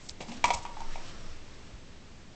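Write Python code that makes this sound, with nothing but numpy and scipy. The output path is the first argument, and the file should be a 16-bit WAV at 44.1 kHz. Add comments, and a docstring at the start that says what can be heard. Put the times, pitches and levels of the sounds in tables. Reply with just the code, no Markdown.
"""A ball rattles into a cup

A small ball hits a plastic cup on a heap of clothes, drops to the bottom and rattles to rest.
Each knock rings the cup's hollow near 950 Hz and its thin wall above that; a small room answers.
Someone moves with a camera: rustling clothes, soft bumps and a tick sound over hiss and rumble."""
import sys
import numpy as np
from scipy import signal
from scipy.fft import rfft, irfft, next_fast_len
from scipy.io import wavfile
from scipy.ndimage import map_coordinates

SR = 44100
rng = np.random.default_rng(int(sys.argv[2]) if len(sys.argv) > 2 else 0)


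def dump_mix(stems):
    """Bounce the given channels to the path in sys.argv[1] as a 16-bit WAV at rate SR."""
    frames = np.atleast_2d(stems).T  # one column per channel
    limited = np.clip(frames, -1, 1)  # hard clip at full scale
    pcm = np.round(limited * 32767).astype(np.int16)
    wavfile.write(sys.argv[1], SR, pcm)


N = 103635

# The ball's knocks: t/s, level/dB, bottom/dB, wall/dB, crack/dB, pitch ratio of the hollow.
# Bottom, wall and crack turn that part of the knock up or down.
CUP_KNOCKS = [(0.4413, -16, -9.5, 5, 1, 1.01), (0.4457, -23, -8.5, -3.5, 0.5, 1.02),
              (0.4548, -31, -3, 3, 10.5, 1.1), (0.4808, -32, -4, -6, 2.5, 1.0),
              (0.4888, -32, 5, -10.5, 2, 1.01), (0.5042, -22, 6, 5, -1.5, 1.0),
              (0.5083, -24.5, 1, -3.5, -0.5, 1.0), (0.5377, -29.5, -4, -3, -1.5, 1.0),
              (0.5427, -40, -0.5, -2, 4, 1.1), (0.6514, -30, -11, -4.5, -6.5, .99),
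              (0.662, -43, -4.5, 6, 2, 1.25), (0.691, -39.5, -14, -7, -9, .99),
              (0.769, -35.5, -9, -13, -18, 0.92), (0.8048, -33, -11, -7.5, -5, .97),
              (0.8178, -37.5, -10, -11, -9, 0.95), (0.9572, -40, 10, 4.5, 0, 0.99)]
# Tones of the cup's hollow, bottom and wall: f/Hz, level/dB, t60/s (time to fade by 60 dB)
HOLLOW_TONES = [(942, -16, 0.24), (886, -12.5, 0.085), (954, -0.5, 0.063), (1140, -9.5, 0.062),
                (1232, -18.5, 0.054)]
BOTTOM_TONES = [(568.5, -18.5, .1), (648, -7, 0.055), (724, -6, 0.051), (785, -14, .07)]
WALL_TONES = [(2034, -13.5, 0.044), (2256, -8, 0.029), (2350, -6, 0.031), (2526, -13.5, 0.034),
              (2814, -17, 0.056), (3080, -20, .05), (3355, -17, 0.043)]
# The colour (mix of low and high) of the crack at contact: f/Hz, level/dB
CRACK_COLOUR = [(200, -4.5), (480, -6), (1100, 3), (1550, -14), (2300, 2), (3300, -2.5), (4500, -6),
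                (6000, -6.5), (7500, -9.5), (9000, -9)]
ATTACK_S, RADIATION_HZ = 0.00029, 520

def ball_in_cup():
    """Each knock makes a short crack and rings the cup's hollow, bottom and wall in its own mix."""
    out = np.zeros(N)
    for s, db, bottom_db, wall_db, crack_db, pitch in CUP_KNOCKS:
        hollow = ring(HOLLOW_TONES, pitch)
        bottom = amp(bottom_db) * ring(BOTTOM_TONES, pitch=0.98)
        wall = amp(wall_db) * ring(WALL_TONES, pitch=0.99)
        crack = amp(crack_db - 2.5) * burst(CRACK_COLOUR, t60=0.033, attack_s=ATTACK_S)
        knock = hollow - bottom + wall + crack  # minus: the bottom swings against the air
        add(out, s, amp(db) * in_room(knock))
    return out


def ring(tones, pitch):
    """Struck tones fade away; the small cup gives off little sound below RADIATION_HZ."""
    t = np.arange(SR // 2) / SR
    hz, db, t60 = np.transpose(tones)[:, :, None]
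    scatter_db = rng.standard_normal(hz.shape)
    fade = amp(db + scatter_db - 60 * t / t60)
    swing = (fade * np.sin(2 * np.pi * hz * pitch * t)).sum(0)
    swing *= 1 - np.exp(-t / ATTACK_S)
    return signal.sosfilt(signal.butter(2, RADIATION_HZ, "high", fs=SR, output="sos"), swing)


# How long the room's echo lasts: f/Hz, t60/s
ROOM_FADE = [(200, 0.26), (1000, 0.28), (3000, 0.16), (8000, 0.3)]
ROOM_DB, ROOM_BUILD_S = -6, 0.012

def in_room(x):
    """The small room adds a blur of echoes that builds up quickly and dies away."""
    hz, t, spectra = signal.stft(rng.standard_normal(SR // 2), SR, nperseg=256)
    fade = amp(-60 * t / along(ROOM_FADE, hz)[:, None])
    tail = signal.istft(spectra * fade, SR, nperseg=256)[1]
    tail *= np.clip(np.arange(len(tail)) / SR / ROOM_BUILD_S, 0, 1) ** 4
    echo = signal.fftconvolve(x, tail / np.linalg.norm(tail))[:len(x)]
    return x + amp(ROOM_DB) * echo


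# Soft bumps of the moving person and dull thuds on the camera body: t/s, level/dB, t60/s
SOFT_BUMPS = [(0.2045, -32.5, .11), (0.283, -43, .14), (0.317, -35.5, 0.063)]
DULL_THUDS = [(0.54, -32.5, 0.14), (0.581, -33, .13), (0.98, -49, 0.16), (1.275, -39, 0.23),
              (1.735, -37.5, 0.084), (2.03, -45, 0.16), (2.23, -44, 0.18)]
# Colours of a bump, a thud and the tick: f/Hz, level/dB
BUMP_COLOUR = [(60, -7), (155, 4.5), (240, -4), (420, -9.5), (700, -0.5), (950, -2.5), (1400, -19.5),
               (2350, -9.5), (4000, -18), (8000, -28.5)]
THUD_COLOUR = [(20, -24), (50, 17), (90, -2), (180, -7.5), (400, -45.5), (1500, -57)]
TICK_COLOUR = [(500, -16), (3000, -10), (4600, 0.5), (8500, 2)]
# Loudness of the hollow drone under the bumps: t/s, level/dB
DRONE_LEVEL = [(0.2, -77), (0.29, -44.5), (0.36, -47.5), (0.43, -57), (0.46, -39), (0.53, -65), (0.65, -65)]
DRONE_HZ, DRONE_WIDTH_HZ = 230, 54

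def handling():
    """Carrying the camera makes soft bumps with a hollow drone, dull thuds and one sharp tick."""
    out = np.zeros(N)
    for s, db, t60 in SOFT_BUMPS:
        add(out, s, amp(db) * in_room(burst(BUMP_COLOUR, t60, attack_s=0.0009)))
    for s, db, t60 in DULL_THUDS:
        add(out, s, amp(db) * burst(THUD_COLOUR, t60, attack_s=0.0036))
    tick = amp(-14) * burst(TICK_COLOUR, t60=0.0035, attack_s=0.0001)
    add(out, 0.0951, tick)
    drone = filtered(rng.standard_normal(N), lambda hz: 1 / (1 + ((hz - DRONE_HZ) / DRONE_WIDTH_HZ) ** 2))
    return out + level(DRONE_LEVEL) * unit(drone)


# Brief brushes of cloth: middle t/s, half length/s, level/dB, middle f/Hz
CLOTH_BRUSHES = [(0.062, 0.034, -55.5, 7500), (0.091, 0.0021, -39, 6760), (0.105, .006, -47, 6170),
                 (0.222, 0.012, -49, 6000), (0.291, 0.014, -52.5, 5000), (0.333, 0.019, -52, 5500),
                 (0.373, 0.0082, -50, 3500), (0.544, 0.0071, -34.5, 6600), (0.575, 0.017, -47.5, 6500),
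                 (0.633, 0.0077, -49, 6800), (0.929, .025, -51, 2000), (1.087, 0.029, -52.5, 3200),
                 (1.558, 0.023, -64, 3000)]
# Loudness of the sliding sleeve: t/s, level/dB
SLEEVE_LEVEL = [(0.7, -75), (0.82, -56.5), (0.95, -54.5), (1.2, -57.5), (1.32, -55), (1.38, -74)]
# Its colour: f/Hz, level/dB
SLEEVE_COLOUR = [(200, 2), (500, -3), (900, -4), (1200, 5.5), (1700, -4), (3000, -12), (5000, -6),
                 (5800, -0.5), (6300, -16), (9000, -21)]
BRUSH_OCTAVES, TOP_HZ = 0.55, 9300

def cloth():
    """Fabric rubs in brief grainy swells, and a sleeve makes one longer slide."""
    t = np.arange(N) / SR
    out = level(SLEEVE_LEVEL) * noise(SLEEVE_COLOUR)
    for s, half_s, db, middle_hz in CLOTH_BRUSHES:
        band = lambda hz: (hz < TOP_HZ) / np.hypot(1, np.log2((hz + 1) / middle_hz) / BRUSH_OCTAVES)
        rub = unit(filtered(rng.standard_normal(N), band))
        swell = np.exp(-0.5 * ((t - s) / half_s) ** 2)
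        out += amp(db) * rub * swell
    grain = unit(amp(1.5 * wobble(600)))
    return out * grain


# Loudness of the hiss, the rumble and the swaying air: t/s, level/dB
HISS_LOUDNESS = [(0.0, -55), (0.18, -57), (0.47, -51), (0.6, -52.5), (1.01, -52.5), (1.5, -55.5),
                 (1.92, -58), (2.35, -58.5)]
RUMBLE_LOUDNESS = [(0, -52.5), (0.7, -51), (1.35, -51), (1.65, -52.5), (2.35, -53.5)]
SWAY_LOUDNESS = [(0, -51), (0.3, -46.5), (0.5, -38.5), (0.72, -45), (0.89, -29), (1.14, -43), (1.29, -36),
                 (1.48, -47), (2.35, -52.5)]
# Colours of the hiss and the rumble: f/Hz, level/dB
HISS_COLOUR = [(180, -30.5), (300, -1.5), (554, -3.5), (753, -6.5), (1190, -7.5), (1490, -9), (1790, -8),
               (3080, -10), (5610, -13.5), (7410, -16.5), (8400, -16), (10900, -50), (18500, -120)]
RUMBLE_COLOUR = [(15, -4.5), (30, -5), (60, 0.5), (110, -5), (200, -7), (300, -13.5), (500, -19.5),
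                 (1000, -29.5), (3000, -57)]
SWAY_HZ = 13.5

def background():
    """Hiss sinks as the movement ends, handling rumbles, and air sways against the moving microphone."""
    hiss = amp(1 + 0.59 * wobble(14)) * level(HISS_LOUDNESS) * noise(HISS_COLOUR)
    rumble = amp(0.76 * wobble(7.32)) * level(RUMBLE_LOUDNESS) * noise(RUMBLE_COLOUR)
    sway_hz = SWAY_HZ * (1 + 0.1465 * wobble(9.7))
    sway = level(SWAY_LOUDNESS) * unit(np.sin(2 * np.pi * np.cumsum(sway_hz) / SR))
    return hiss + rumble + sway


def amp(db):
    """Turn decibels into a number to multiply by."""
    return 10 ** (np.asarray(db) / 20)


def unit(x):
    """Scale x to an average strength (rms) of 1."""
    return x / np.sqrt(np.mean(x ** 2) + 1e-20)


def along(points, hz):
    """Read between (f/Hz, value) points on a log frequency scale."""
    f, values = np.transpose(points)
    return np.interp(np.log(hz + 1), np.log(f + 1), values)


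def level(rows):
    """Join (t/s, level/dB) points into a gain for every sample."""
    return amp(np.interp(np.arange(N) / SR, *np.transpose(rows)))


def wobble(rate):
    """A smooth curve through `rate` random points a second."""
    points = rng.standard_normal(int(N * rate / SR) + 4)
    return map_coordinates(points, [np.arange(N) * rate / SR])


def filtered(x, response):
    """Turn each frequency in x up or down by response(hz)."""
    size = next_fast_len(len(x) + SR // 4)
    hz = np.fft.rfftfreq(size, 1 / SR)
    return irfft(rfft(x, size) * response(hz), size)[:len(x)]


def noise(colour, size=N):
    """Noise of the given colour, at strength 1."""
    return unit(filtered(rng.standard_normal(size), lambda hz: amp(along(colour, hz))))


def burst(colour, t60, attack_s):
    """Noise that rises quickly and dies away."""
    t = np.arange(SR // 2) / SR
    return noise(colour, size=len(t)) * amp(-60 * t / t60) * (1 - np.exp(-t / attack_s))


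def add(track, s, x):
    """Mix x into the track, starting at s seconds."""
    part = track[round(s * SR):][:len(x)]
    part += x[:len(part)]


def scene():
    """All the sounds meet at one microphone."""
    return (ball_in_cup() + handling() + cloth() + background())[None]


# How well the microphone hears each frequency: f/Hz, level/dB
MIC_RESPONSE = [(10, 0), (7600, 0), (8200, -7.5), (8600, -16), (9000, -40)]

def record(dry):
    """The microphone loses the highest treble and passes nothing above TOP_HZ."""
    return filtered(dry[0], lambda hz: amp(along(MIC_RESPONSE, hz)) * (hz < TOP_HZ))[None]


dry = scene()
out = record(dry)
dump_mix(out)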